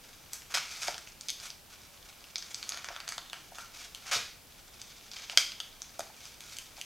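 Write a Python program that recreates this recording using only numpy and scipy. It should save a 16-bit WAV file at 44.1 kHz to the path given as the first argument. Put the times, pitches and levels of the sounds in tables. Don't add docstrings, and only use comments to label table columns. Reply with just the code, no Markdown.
import sys
import numpy as np
from scipy import signal
from scipy.fft import rfft, irfft, next_fast_len
from scipy.io import wavfile
from scipy.ndimage import map_coordinates

SR = 44100
rng = np.random.default_rng(int(sys.argv[2]) if len(sys.argv) > 2 else 0)


def materialize(psi):
    bounded = np.clip(np.atleast_2d(psi).T, -1, 1)
    quanta = np.round(bounded * 32767).astype(np.int16)
    wavfile.write(sys.argv[1], SR, quanta)


N = 302075

# f/Hz, spectral level/dB
FIBRE_VOICE = [(500, -40), (1400, -40), (2300, 3), (2800, -4.5), (3400, 2.9), (4100, 1.5), (4900, 3),
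               (6300, 1), (7500, -9), (9500, -21), (16000, -32)]
BODY_VOICE = [(100, -29), (300, -14.5), (500, -7.5), (700, 1.5), (1000, -0.5), (1400, 6.5), (1900, 1),
              (3000, -5.5), (6000, -60)]
EDGE_VOICE = [(3000, -53), (6000, 6), (8000, 4.5), (10000, 0), (12000, -0.5), (16000, -19)]


def amp(db):
    return 10 ** (np.asarray(db) / 20)


def unit(x):
    return x / np.sqrt(np.mean(x ** 2) + 1e-20)


def along(points, hz):
    f, values = np.transpose(points)
    return np.interp(np.log(hz + 1), np.log(np.sort(f) + 1), values)


def add(track, s, sound):
    start = max(round(s * SR), 0)
    part = track[start:start + len(sound)]
    part += sound[:len(part)]


def filtered(x, response):
    size = next_fast_len(N + SR // 4)
    return irfft(rfft(x, size) * response(np.fft.rfftfreq(size, 1 / SR)), size)[..., :N]


def coloured(x, spectrum):
    return unit(filtered(x, lambda hz: amp(along(spectrum, hz))))


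def wobble(rate):
    return map_coordinates(rng.standard_normal(int(N * rate / SR) + 4), [np.arange(N) * rate / SR])


def swell(s, length, attack=0.25, release=0.44):
    progress = (np.arange(N) / SR - s) / length
    return np.clip(np.minimum(progress / attack, (1 - progress) / release), 0, 1)


def hiss(mid_db=-57, side_db=-62):
    # f/Hz, spectral level/dB
    mid_spectrum = [(12, -18), (20, 7), (142, -1), (388, -6), (825, -5.5), (949, -8), (1960, -11.5),
                    (2460, -10), (4810, -11), (6180, -13), (9140, -14), (14700, -13.5), (16000, -20.5)]
    side_spectrum = [(12, -28), (20, 1), (241, -4.5), (328, -5), (499, -6.5), (759, -7), (1710, -12),
                     (7310, -13), (14700, -11.5), (16000, -60)]
    mid = amp(mid_db) * coloured(rng.standard_normal(N), mid_spectrum)
    side = amp(side_db) * coloured(rng.standard_normal(N), side_spectrum)
    return np.array([mid + side, mid - side])


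def fibre_slips(rate, spread_db, scrape):
    slips = (rng.random(N) < rate / SR) * rng.choice([-1, 1], N)
    sizes = amp(spread_db * np.minimum(rng.standard_normal(N), 1.5))
    return unit(slips * sizes) + scrape * rng.standard_normal(N)


def voice_gains(db, body_db, edge_db):
    return amp([[db], [db + body_db], [db + edge_db]])


def card(slips, gains):
    voices = FIBRE_VOICE, BODY_VOICE, EDGE_VOICE
    return sum(gain * coloured(slips, voice) for gain, voice in zip(gains, voices))


def finger_effort(rest_db=-23):
    # level/dB, body/relative dB, edge/relative dB
    grip = (-59, -5.5, -10.5)
    # t/s, length/s
    rests = [(1.12, 0.07), (1.51, 0.22), (4.31, 0.19)]
    # t/s, length/s, level/dB, body/relative dB, edge/relative dB
    strokes = [(0.317, 0.09, -49.5, -7, 0.5), (0.495, 0.052, -48, 0.5, -5),
               (0.641, 0.22, -42.5, -8.5, -9.5), (0.785, 0.15, -39, -6, -6.5), (1.05, 0.09, -53, -12, -13),
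               (1.394, 0.11, -43.5, -7, -5.5), (1.695, 0.073, -51, -6, -8), (2.377, 0.39, -53, -5.5, -3.5),
               (2.63, 0.29, -50.5, -0.5, -26), (2.814, 0.32, -55.5, 6, -19), (3.063, 0.12, -49, -4, -6),
               (3.32, 0.088, -53, 2, -15), (3.52, 0.15, -48.5, -7, -8), (3.722, 0.17, -42.5, -5.5, -9.5),
               (4.03, 0.2, -42.5, -2, -10), (4.748, 0.54, -55.5, -19, -16), (5.114, 0.19, -45, -10.5, -27),
               (5.27, 0.1, -47, -7, -10), (5.933, 0.13, -53, -8, -9), (6.16, 0.19, -50.5, -11, -10.5),
               (6.342, 0.38, -50.5, -8, -5.5), (6.75, 0.08, -49.5, -5.5, -6)]
    stillness = sum(swell(*rest) for rest in rests)
    power = (voice_gains(*grip) * amp(rest_db * stillness)) ** 2
    for s, length, *levels in strokes:
        power += (voice_gains(*levels) * swell(s, length)) ** 2
    return np.sqrt(power)


def rubbing(effort, flutter_db=3.5, trim_db=-6.0):
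    slips = fibre_slips(rate=2000, spread_db=7.5, scrape=0.76)
    return card(slips, effort * amp(trim_db + flutter_db * wobble(90)))


def crinkles(effort, typical_db=-39, at_effort_db=-50, growth=0.53, spread_db=1.0,
             low_hz=2300, high_hz=6500, hollow_db=-13, bright_db=-9, count=100):
    when, where, size = rng.random((count, 3)).T
    times = (np.arange(count) + when) / count * (N - 1) / SR
    db, body, edge = 20 * np.log10(effort[:, (times * SR).astype(int)])
    levels = typical_db + growth * (db - at_effort_db) + spread_db * (2 * size - 1)
    pitches = low_hz * (high_hz / low_hz) ** where
    return list(zip(times, levels, pitches, body - db + hollow_db, edge - db + bright_db))


def minimum_phase(gain):
    cepstrum = irfft(np.log(np.maximum(gain, 1e-6)))
    half = len(cepstrum) // 2
    cepstrum[1:half] *= 2
    cepstrum[half + 1:] = 0
    return np.exp(rfft(cepstrum))


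def fracture(envelope, colour, passes=6):
    run = envelope * rng.standard_normal(len(envelope))
    for _ in range(passes):
        whitened = irfft(np.exp(1j * np.angle(rfft(run))))
        run = whitened * np.sqrt(envelope)
    sound = irfft(rfft(run) * minimum_phase(colour))
    return sound / np.linalg.norm(sound) * np.sqrt(np.mean(colour ** 2))


def snapping(small_creases, t60=0.014, crisp_db=-22, softening=0.3, hollow_t60=0.021,
             crumble_db=-20, crumble_t60=0.055, ragged_db=4, ripple_db=3.0, ripple_hz=600,
             patch_db=8.5, patch_octaves=0.34, fibres_db=7.5, body_db=19, edge_db=15,
             bounce_s=0.00063, bounce_gain=0.24, size=2048):
    # t/s, level/dB, patch f/Hz, body/relative dB, edge/relative dB
    snaps = [(0.333, -26, 5750, -26, -3), (0.4198, -34, 2250, -24, -20), (0.5422, -19.5, 3390, -25, -21),
             (0.5521, -15, 4900, -17, -20), (0.5731, -23, 2300, -6.5, -22), (0.8318, -23, 5650, -13, -24),
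             (0.8814, -22, 5200, -10.5, -21), (0.9429, -27, 3700, -14, -18),
             (0.98, -27.5, 6260, -15.5, -27), (1.0737, -34.5, 2540, -17, -22),
             (1.2101, -28.5, 6500, -27, -14), (1.2852, -22, 4900, -32, -11),
             (1.2903, -22.5, 4300, -31, -21), (1.295, -19.5, 4700, -31.5, -24),
             (1.3027, -23, 4400, -28, -7), (1.4003, -29.5, 5200, -22, -28), (1.5029, -26.5, 4600, -24, -36),
             (2.241, -37, 2620, -26, -21), (2.3577, -16.5, 4720, -25.5, -34),
             (2.382, -23.5, 5660, -27, -34), (2.4244, -29, 4700, -22, -25), (2.5449, -20.5, 5430, -26, -38),
             (2.628, -24, 3930, -17.5, -28), (2.692, -22.5, 5700, -45, -5.5),
             (2.7207, -25.5, 4580, -11.5, -28), (2.7446, -30.5, 4320, -7.5, -29),
             (2.7732, -28.5, 3400, -12, -12), (2.8447, -27, 6060, -10, -26),
             (2.887, -29.5, 4800, -5.5, -26), (2.9634, -30, 3200, -8, -13),
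             (3.0024, -30.5, 4900, -5.5, -15), (3.0785, -24.5, 5740, -11.5, -32),
             (3.0898, -22.5, 6100, -18, -9.5), (3.122, -25.5, 6100, -11, -25),
             (3.1805, -22.5, 3670, -9.5, -18), (3.2983, -33.5, 3430, -19, -15),
             (3.3313, -25.5, 3100, -7.5, -13), (3.5846, -31.5, 2250, -3, -11),
             (3.9479, -29.5, 3580, -22, -8), (4.816, -30, 6140, -22, -30), (5.115, -30.5, 5070, -19, -16),
             (5.1345, -30, 3600, -22, -23), (5.1662, -28, 2700, -18, -26),
             (5.2975, -22.5, 3000, -19.5, -29), (5.5195, -29, 3150, -20, -22),
             (5.6022, -21, 3120, -22, -15.5), (5.8192, -26, 6100, -21, -19), (5.9932, -26, 6300, -17, -7.5),
             (6.006, -29, 5020, -6.5, -10), (6.2545, -32, 5910, -22, -15), (6.406, -32, 3270, -22, -10),
             (6.568, -28.5, 6360, -30, -16), (6.5856, -28, 2900, -30, -4.5),
             (6.8135, -25.5, 2570, -36, -8.5)]
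    out, t, hz = np.zeros(N), np.arange(size) / SR, np.fft.rfftfreq(size, 1 / SR)
    broad, hollow, bright = [unit(amp(along(v, hz))) for v in (FIBRE_VOICE, BODY_VOICE, EDGE_VOICE)]
    for s, db, pitch_hz, body, edge in snaps + small_creases:
        life = t60 * amp(softening * (crisp_db - db))
        cluster_db = ragged_db * map_coordinates(rng.standard_normal(size), [t * 600])
        envelope = amp(-60 * t / life) + amp(crumble_db + cluster_db - 60 * t / crumble_t60)
        patch = unit(np.exp(-0.5 * (np.log2((hz + 1) / pitch_hz) / patch_octaves) ** 2))
        voices = [amp(patch_db) * patch, amp(fibres_db) * broad, amp(edge + edge_db) * bright]
        ripple = unit(amp(ripple_db * map_coordinates(rng.standard_normal(size), [hz / ripple_hz])))
        snap = amp(db) * fracture(envelope, ripple * np.linalg.norm(voices, axis=0))
        body_ring = fracture(amp(-60 * t / hollow_t60), ripple * hollow)
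        add(out, s, snap)
        add(out, s + bounce_s, bounce_gain * snap)
        add(out, s, amp(db + body + body_db) * body_ring)
    return out


def ripping(rise_s=0.0022, fall_s=0.0015, flutter_db=0.7):
    # t/s, length/s, level/dB, body/relative dB, edge/relative dB
    rips = [(0.54, 0.013, -31.5, -3, -9), (0.555, 0.029, -37, -5.5, -12), (4.112, 0.029, -32.5, -3, -11.5),
            (4.143, 0.0267, -32.5, -8, -14.5), (5.377, 0.041, -38, -10, -7)]
    t, gains = np.arange(N) / SR, np.zeros((3, N))
    for s, length, *levels in rips:
        onset = np.clip((t - s) / rise_s, 0, 1)
        release = np.exp(-np.maximum(t - s - length, 0) / fall_s)
        gains += voice_gains(*levels) * onset * release
    breaks = fibre_slips(rate=3500, spread_db=2.0, scrape=0.44)
    return card(breaks, gains * amp(flutter_db * wobble(300)))


def jerking(rise_s=0.0052):
    # t/s, level/dB
    jerks = [(0.572, -60), (0.888, -55), (0.938, -58), (4.159, -44), (5.995, -61)]
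    # f/Hz, spectral level/dB
    thud = [(20, -9), (75, 10.5), (150, -1), (300, -7), (500, 5.5), (900, -16), (2000, -60)]
    gain, age = np.zeros(N), np.arange(SR // 4) / SR / rise_s
    for s, db in jerks:
        add(gain, s, amp(db) * age * np.exp(1 - age))
    return gain * coloured(rng.standard_normal(N), thud)


def knocking(attack_s=0.00054):
    # t/s, level/dB, pitch ratio set by the grip
    bumps = [(0.883, -20.5, 1.05), (2.904, -33.5, 1.03), (3.520, -38, 1.07), (5.332, -36.5, 1.13),
             (5.9925, -23.5, 0.97), (6.006, -39, 1.04), (6.100, -42.5, 1.2), (6.781, -40.5, 1.14)]
    # f/Hz, level/dB, t60/s
    box_modes = [(372, -18.5, 0.023), (573, -6.5, 0.02), (694, 0, 0.021), (860, -8.5, 0.017),
                 (1220, -16, 0.017), (1420, -12, 0.018)]
    out, t = np.zeros(N), np.arange(SR // 8) / SR
    for s, db, ratio in bumps:
        ring = sum((-1) ** k * amp(level - 60 * t / t60) * np.sin(2 * np.pi * ratio * hz * t)
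                   for k, (hz, level, t60) in enumerate(box_modes))
        add(out, s, amp(db) * ring * (1 - np.exp(-t / attack_s)))
    return out


def singing():
    # t/s, length/s, f/Hz, width/Hz, level/dB
    slides = [(3.538, 0.16, 1380, 90, -55.5), (4.62, 0.56, 3560, 110, -64.5)]
    out, slips = np.zeros(N), fibre_slips(rate=1800, spread_db=2.0, scrape=0.75)
    for s, length, hz, width, db in slides:
        resonance = unit(filtered(slips, lambda f: 1 / (1 + 2j * (f - hz) / width)))
        out += amp(db) * swell(s, length) * resonance
    return out


def cracking(band_hz=(600, 13000), ceiling=0.71, size=4096):
    # t/s, length/s, level/dB
    bursts = [(5.3734, 0.0029, -8)]
    # f/Hz, width/Hz, level/dB
    panel = [(638, 77, -9), (1495, 350, -9), (2230, 420, -4), (3210, 310, 2), (4910, 850, 0),
             (6070, 2500, -8), (11700, 2500, -25)]
    out, t, hz = np.zeros(N), np.arange(size) / SR, np.fft.rfftfreq(size, 1 / SR)
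    modes = [amp(db) / (1 + (2 * (hz - centre) / width) ** 2) ** 0.77 for centre, width, db in panel]
    colour = unit(np.linalg.norm(modes, axis=0))
    for s, length, db in bursts:
        envelope = np.exp(-(t / length) ** 8)
        add(out, s, amp(db) * np.sqrt(length * SR) * fracture(envelope, colour))
    limited = out / (1 + (out / ceiling) ** 4) ** 0.25
    band = signal.butter(3, band_hz, "bandpass", fs=SR, output="sos")
    return signal.sosfilt(band, limited)


def room(x, wet_db, build_s=0.0083, gap_s=0.004, blocks=20):
    # delay/s, gain
    echoes = [(.0055, 0.23), (.0087, 0.26), (0.0118, .13)]
    # f/Hz, level/dB
    colour = [(200, 0.5), (650, 0), (1000, 4.5), (1500, -0.5), (3000, 0.5), (6000, -0.5), (12000, 0.5)]
    # f/Hz, t60/s
    decay = [(200, 0.6), (700, 0.26), (2000, 0.49), (5000, 0.44), (9000, 0.38), (15000, 0.44)]
    # f/Hz, level/dB, t60/s
    objects = [(682, -54, 0.19), (1361, -44, 0.12), (1616, -48.5, 0.22), (2270, -47, 0.12),
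               (3285, -54, 0.087), (4390, -51, 0.24), (4705, -50, 0.14), (4830, -67, 0.17),
               (6120, -45, 0.13)]
    out = x.copy()
    for delay, gain in echoes:
        add(out, delay, gain * x)
    block = N // blocks + 1
    for start in range(0, N, block):
        hz, frames, noise = signal.stft(rng.standard_normal(SR // 2), SR, nperseg=256)
        fading = amp(along(colour, hz)[:, None] - 60 * frames / along(decay, hz)[:, None])
        tail = signal.istft(noise * fading, SR, nperseg=256)[1]
        t = np.arange(len(tail)) / SR
        tail *= 1 - np.exp(-t / build_s)
        rings = sum(amp(db - 60 * t / t60) * np.sin(2 * np.pi * (f * t + rng.random()))
                    for f, db, t60 in objects)
        response = tail / np.linalg.norm(tail) + rings
        add(out, start / SR + gap_s, amp(wet_db) * signal.fftconvolve(x[start:start + block], response))
    return out


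def scene():
    effort = finger_effort()
    handling = room(rubbing(effort) + singing() + ripping() + jerking(), wet_db=-4.5)
    snaps = room(snapping(crinkles(effort)), wet_db=-6.5)
    knocks = room(knocking(), wet_db=-6.5)
    crack = room(cracking(), wet_db=-9.0)
    return handling + snaps + knocks + crack + hiss()


def record(dry):
    return filtered(dry, lambda hz: hz < 16200)


dry = scene()
out = record(dry)
materialize(out)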